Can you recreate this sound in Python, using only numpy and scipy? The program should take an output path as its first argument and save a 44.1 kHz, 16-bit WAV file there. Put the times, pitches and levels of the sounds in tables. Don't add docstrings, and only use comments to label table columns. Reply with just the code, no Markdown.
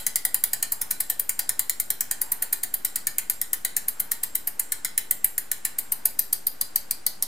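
import sys
import numpy as np
from scipy import signal
from scipy.fft import rfft, irfft
from scipy.io import wavfile
from scipy.ndimage import uniform_filter1d

SR = 44100
rng = np.random.default_rng(int(sys.argv[2]) if len(sys.argv) > 2 else 0)


def generate_wav(signal):
    frames = np.transpose(np.atleast_2d(signal))
    scaled = np.clip(frames, -1, 1) * 32767
    pcm = np.round(scaled).astype(np.int16)
    wavfile.write(sys.argv[1], SR, pcm)


N = 320607
TEETH = 15
SIZE, LEAD_IN = 16384, 400

# [f/Hz, likeness 0-1]
NOISE_LIKENESS = [(30, 0.7), (70, 1), (150, 0.85), (400, 0.28), (1000, 0), (6000, 0.69), (14000, 0.8)]
# [friction swell/dB, half-width to 1/e in teeth, narrow-tone level/dB]
RUB_SWELLS = [(5, 0.81, -54), (4, 1.55, -53), (3, 1.2, -64), (3, 0.71, -57)]


def from_db(db):
    return 10 ** (np.asarray(db) / 20)


def rms_one(x):
    return x / np.sqrt(np.mean(np.abs(x) ** 2) + 1e-20)


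def bins(size):
    return np.maximum(np.arange(size // 2 + 1) * SR / size, 1)


def at_hz(points, hz):
    points_hz, values = np.array(points).T
    return np.interp(np.log(hz), np.log(points_hz), values)


def resonances(modes, hz):
    response = 0
    for k, (centre, width, db) in enumerate(modes):
        mode = from_db(db) / (1 + 1j * (hz ** 2 - centre ** 2) / (hz * width))
        response = response + (-1) ** k * mode
    return response


def stereo(pair, likeness, hz):
    alike = np.clip(at_hz(likeness, hz), 0, .99)
    mid = np.sqrt((1 + alike) / 2) * pair[0]
    side = np.sqrt((1 - alike) / 2) * pair[1]
    return np.array([mid + side, mid - side])


def noise(response):
    hz = bins(N)
    white = rfft(rng.standard_normal((2, N)))
    return rms_one(irfft(stereo(white, NOISE_LIKENESS, hz) * response(hz), N))


def decay(t, tau):
    return (t >= 0) * np.exp(-np.maximum(t, 0) / tau)


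def turn_swing(tooth, peak_tooth, per_turn=1):
    return np.cos(2 * np.pi * per_turn * (tooth - peak_tooth) / TEETH)


def air(level_db=-53, drone_db=-69):
    # [f/Hz, relative level per Hz/dB]
    air_colour = [(20, 4), (45, 5.5), (130, -1), (260, 4), (400, 2), (650, 0), (1000, -11), (2000, -9.5),
                  (3000, -12), (6000, -10.5), (10000, -7), (14000, -67.5), (16000, -77)]
    drone_modes = [(202.3, 11, -0.065), (244.6, 5.5, -2.0)]  # [f/Hz, width/Hz, level/dB]
    drone = noise(lambda hz: resonances(drone_modes, hz))
    hiss = noise(lambda hz: from_db(at_hz(air_colour, hz)))
    return from_db(level_db) * hiss + from_db(drone_db) * drone


def room(level_db=1.5, build_s=0.0031):
    # [f/Hz, relative level/dB]
    room_colour = [(200, 13), (800, 0), (2000, -8), (3200, -2), (5000, -6), (8000, -12.5), (11000, -13),
                   (13500, -15.5), (14500, -13.5), (16000, -29)]
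    # [f/Hz, t60/s]
    room_t60 = [(200, 0.26), (2000, 0.36), (6000, 0.26), (10000, 0.23), (15000, 0.25)]
    t, hz = np.arange(SIZE) / SR, bins(SIZE)
    white = stereo(rfft(rng.standard_normal((2, TEETH, SIZE))), NOISE_LIKENESS, hz)
    coloured = white * from_db(at_hz(room_colour, hz))
    build_up = 1 - np.exp(-(t / build_s) ** 2)
    edges, tail = [100, 1200, 3000, 6000, 9000, 12000, 18000], 0
    for low, high in zip(edges, edges[1:]):
        t60 = at_hz(room_t60, np.sqrt(low * high))
        envelope = np.exp(-np.log(1000) * t / t60) * build_up
        band = irfft(coloured * (hz >= low) * (hz < high))
        tail = tail + band * envelope / np.linalg.norm(envelope)
    return from_db(level_db) * rfft(tail)[:, coast()[0] % TEETH]


def coast(count=64):
    start_s, start_rate = -.11555, 11.1046
    friction, drag = 1.00237, .0034159
    imbalance, heavy_tooth = 3.552, 11.5
    tooth = np.arange(count)
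    energy = (start_rate ** 2 + friction / drag) * np.exp(-drag * tooth) - friction / drag
    rate = np.sqrt(energy + imbalance * turn_swing(tooth, heavy_tooth))
    return tooth, start_s + np.cumsum(1 / rate), np.log2(start_rate / rate)


def spot_contact(tooth, rub_tooth=9.5):
    rows = []
    for turn, (_, width, _) in enumerate(RUB_SWELLS):
        rows.append(np.exp(-((tooth - rub_tooth - turn * TEETH) / width) ** 2))
    return np.array(rows)


def rub_levels(level_db=-54.5, db_per_halving=-0.5, sway_db=1, sway_tooth=7.6):
    tooth, _, halvings = coast()
    sway = sway_db * turn_swing(tooth, sway_tooth, per_turn=2)
    swell = np.array(RUB_SWELLS)[:, 0] @ spot_contact(tooth)
    return level_db + db_per_halving * halvings + sway + swell


def rubbing():
    # [f/Hz, width/Hz, relative level/dB]
    friction_modes = [(767, 56, -3), (936, 69, 3.5), (925, 127, 2.5), (1180, 280, -7.5), (1451, 230, -0.5),
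                      (1680, 1200, -8)]
    # [f/Hz, width/Hz, relative level/dB]
    tone_modes = [(770, 64, -3), (913, 20, 9), (980, 24, 6), (1500, 14, 0)]
    t, (tooth, seconds, _) = np.arange(N) / SR, coast()
    friction_gain = from_db(np.interp(t, seconds, rub_levels()))
    friction = friction_gain * noise(lambda hz: resonances(friction_modes, hz))
    tone_gain = from_db(np.array(RUB_SWELLS)[:, 2]) @ spot_contact(tooth)
    tones = np.interp(t, seconds, tone_gain) * noise(lambda hz: resonances(tone_modes, hz))
    return friction + tones


def frame_thump(level_db=-56, pitch_hz=115, fade_s=0.019, uneven_db=2.0, sway_db=3, peak_tooth=2.1):
    t, tooth = (np.arange(SIZE) - LEAD_IN) / SR, coast()[0][:, None]
    chance = rng.standard_normal((len(tooth), 2))
    db = level_db + uneven_db * chance[:, :1] + sway_db * turn_swing(tooth, peak_tooth, per_turn=2)
    pitch = pitch_hz * (1 + 0.306 * chance[:, 1:])
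    thump = from_db(db) * decay(t, fade_s) * np.sin(2 * np.pi * pitch * t)
    return np.array([thump, thump])


def drops(thin_from_s=5.57, thin_takes_s=0.95, thin_ring_db=-7):
    # [strength/dB, seating from -1 glancing to 1 square, sprocket ring/dB]
    ratchet = [(-0.04, 0.33, .5), (0.07, 0.7, -22), (1.3, 0.32, -2), (0.7, -0.0082, 4), (-0.6, -0.11, 0),
               (0.5, 0.21, -20), (0.1, 0.61, -1.5), (-0.2, 0.88, .6), (-1.2, -0.4, 1.5), (-1, -0.52, -22),
               (0.16, 0.0091, -.5), (-0.05, -0.12, 2.5), (-0.43, 0.04, -3), (-1.4, -0.55, -19),
               (-0.55, 0.23, 4)]
    # [tooth, extra strength/dB, extra seating]
    odd_drops = [(3, 1.5, 0), (4, 2.5, 0), (5, 2, -.2), (38, -1, -.5), (45, -1.5, .6), (46, -1, .5),
                 (48, 2, -.3), (49, 3.5, -.5), (55, 2, 0), (56, 1.5, 0), (57, 2, -.3)]
    tooth, seconds, _ = coast()
    db, seating, ring_db = np.array(ratchet)[tooth % TEETH].T
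    for which, extra_db, extra_seating in odd_drops:
        db = db + extra_db * (tooth == which)
        seating = seating + extra_seating * (tooth == which)
    thin = np.clip((seconds - thin_from_s) / thin_takes_s, 0, 1)
    return seconds, db, seating, ring_db + thin_ring_db * thin, thin


def sprockets(ring_db=-46, uneven_db=3.0, spread_db=5, thin_db=-4):
    # [f/Hz, relative level/dB, t60/s]
    long_modes = [(759, -19, .2), (909, -16, .25), (1491, -12, .35), (4877, -18, .2), (7423, -4, .8),
                  (8365, -5.5, .55), (8554, 0, .28), (9027, -9, .28), (10109, -8, .3), (10179, -12, .28),
                  (10831, -2, .33), (11035, -8, .2), (11224, -2, .27), (11859, -5, .15), (12575, 0, .24),
                  (13022, -9, .26), (13495, -5, .26), (13985, -8, .33), (14368, -6, .22), (14800, -3, .2)]
    seconds, drop_db, _, catch_db, thin = drops()
    at, out = np.maximum(seconds * SR, 0).astype(int), np.zeros((2, N))
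    for hz, db, t60 in long_modes:
        chance = rng.standard_normal((len(at), 2))
        tooth_db = catch_db if t60 > .5 else drop_db + thin_db * thin + uneven_db * chance[:, 0]
        balance_db = spread_db * chance[:, 1] * np.array([[.5], [-.5]])
        kicks = np.full((2, N), 1e-18)
        kicks[:, at] = from_db(ring_db + db + tooth_db + balance_db)
        radius, angle = from_db(-60 / (t60 * SR)), 2 * np.pi * hz / SR
        out += signal.lfilter([0, np.sin(angle)], [1, -2 * radius * np.cos(angle), radius ** 2], kicks)
    return out


def burst(envelope):
    grain = rfft(rng.standard_normal((2, len(coast()[0]), envelope.shape[-1])) * envelope)
    return irfft(grain / np.sqrt(uniform_filter1d(np.abs(grain) ** 2, size=40, axis=-1)))


def pawl_forces(chatter_s, scatter_db, scatter_s, early_db, second_db=-2.5, early_swing_db=6.5, compact=0.92):
    t = (np.arange(SIZE // 8) - LEAD_IN) / SR
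    off_centre = turn_swing(coast()[0][:, None], 10.5)
    lead_s, lag_s = .0028 + .0018 * off_centre, .0009 + .0004 * off_centre
    slip_ramp = np.clip(1 + t / lead_s, 0, 1) * (t < 0)
    early = from_db(early_db + early_swing_db * off_centre) * burst(slip_ramp)
    main = burst(decay(t, chatter_s))
    second = from_db(second_db) * burst(decay(t - lag_s, chatter_s))
    scatter = from_db(scatter_db - compact * drops()[1][:, None]) * burst(decay(t, scatter_s))
    force = early + main + second + scatter
    return rfft(force / np.linalg.norm(force, axis=-1, keepdims=True), SIZE)


def hub_modes(hz, uneven_db=2):
    # [f/Hz, width/Hz, relative level/dB]
    body_modes = [(779, 357, -4.6), (1118, 200, -1.7), (1468, 180, 0.3), (1813, 86, 9.0), (1983, 160, 7.0),
                  (2275, 370, 1.3), (3087, 392, -2.0), (4049, 290, 3.7), (4792, 210, 7.2), (5298, 718, 0.8),
                  (6592, 211, 6.7), (6904, 147, 11.9), (7356, 479, 10.2), (7932, 283, 11.9),
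                  (8626, 231, 12.6), (8900, 150, 16.4), (9347, 523, 12.7), (9875, 148, 18.1),
                  (10213, 310, 12.0), (10659, 152, 16.5), (11079, 229, 16.7), (11851, 224, 12.1),
                  (12208, 159, 15.6), (12620, 193, 13.0), (13007, 176, 20.4), (13482, 218, 21.1),
                  (14381, 114, 18.3), (14786, 148, 14.5), (15340, 413, 7.9)]
    shapes = np.array([(-1) ** k * resonances([mode], hz) for k, mode in enumerate(body_modes)])
    strengths = from_db(uneven_db * rng.standard_normal((len(coast()[0]), len(body_modes))))
    return rms_one(strengths @ shapes)


def hub(strength_db=8.5, thud_db=-28, thud_hz=500, split_hz=5500, rub_coupling=1.0):
    # [f/Hz, likeness 0-1]
    click_likeness = [(500, 0.033), (1900, 0.71), (4500, 0.66), (7500, 0.94), (10000, 0.78), (13200, 0.51),
                      (15000, 0.79)]
    # [f/Hz, per unit of square seating/dB, per halving of speed/dB, for the last, thinner ticks/dB]
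    tick_colour = [(1080, 0.5, -6, 3.5), (1700, 6.5, -0.1, -10), (2380, 2, 0.5, -3.5),
                   (3300, 4, -3.3, -0.9), (4430, 4, -6, 6.5), (4070, 0.5, -1, 0), (4460, 1, -12.5, 15),
                   (5420, 5, -4, 4.5), (6240, 3, -4.5, 7.5), (7200, 5.5, -4, -10), (7900, 5.5, -2, 2.5),
                   (9000, -0.2, -0.6, 1.5), (11450, -1.9, -1.2, 0.5), (13200, -2.5, 7.5, -3),
                   (13400, -5, -6, 3), (14900, -0.5, -4, 2)]
    hz = bins(SIZE)
    body = hub_modes(hz) + from_db(thud_db) / (1 + 1j * hz / thud_hz)
    treble = 1 / (1 + (split_hz / hz) ** 8)
    sharp = pawl_forces(chatter_s=0.00071, scatter_db=0.5, scatter_s=0.0068, early_db=-10.5)
    blunt = pawl_forces(chatter_s=0.001, scatter_db=9.5, scatter_s=0.0078, early_db=-3.5)
    forces = stereo(np.sqrt(treble) * sharp + np.sqrt(1 - treble) * blunt, click_likeness, hz)
    _, db, seating, _, thin = drops()
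    centres_hz, *changes_db = np.transpose(tick_colour)
    colours = db[:, None] + np.transpose([seating, coast()[2], thin]) @ changes_db
    rub_db = rub_levels()
    colours[:, 0] += rub_coupling * (rub_db - rub_db.mean())
    gains = from_db([np.interp(hz, centres_hz, colour) for colour in colours])
    return from_db(strength_db) * forces * body * gains


def at_clicks(sounds):
    out = np.zeros((2, N + 3 * SIZE))
    for k, seconds in enumerate(coast()[1]):
        start = SIZE + round(seconds * SR) - LEAD_IN
        out[:, start:start + SIZE] += sounds[:, k]
    return out[:, SIZE:SIZE + N]


def scene():
    # [f/Hz, left minus right/dB]
    wheel_pan = [(200, 0.5), (600, -3.5), (1300, -0.8), (2500, -.3), (5000, 1), (9000, 0.7), (14000, 0.9)]
    ticks = at_clicks(irfft(hub() * (1 + room())) + frame_thump())
    wheel = ticks + sprockets() + rubbing()
    pan = from_db(at_hz(wheel_pan, bins(N)) * np.array([[.5], [-.5]]))
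    return irfft(rfft(wheel) * pan, N) + air()


def record(dry, cutoff_hz=15900, offset=-.012):
    top_cut = signal.ellip(10, .2, 80, cutoff_hz, fs=SR, output="sos")
    return signal.sosfilt(top_cut, dry) + offset


dry = scene()
out = record(dry)
generate_wav(out)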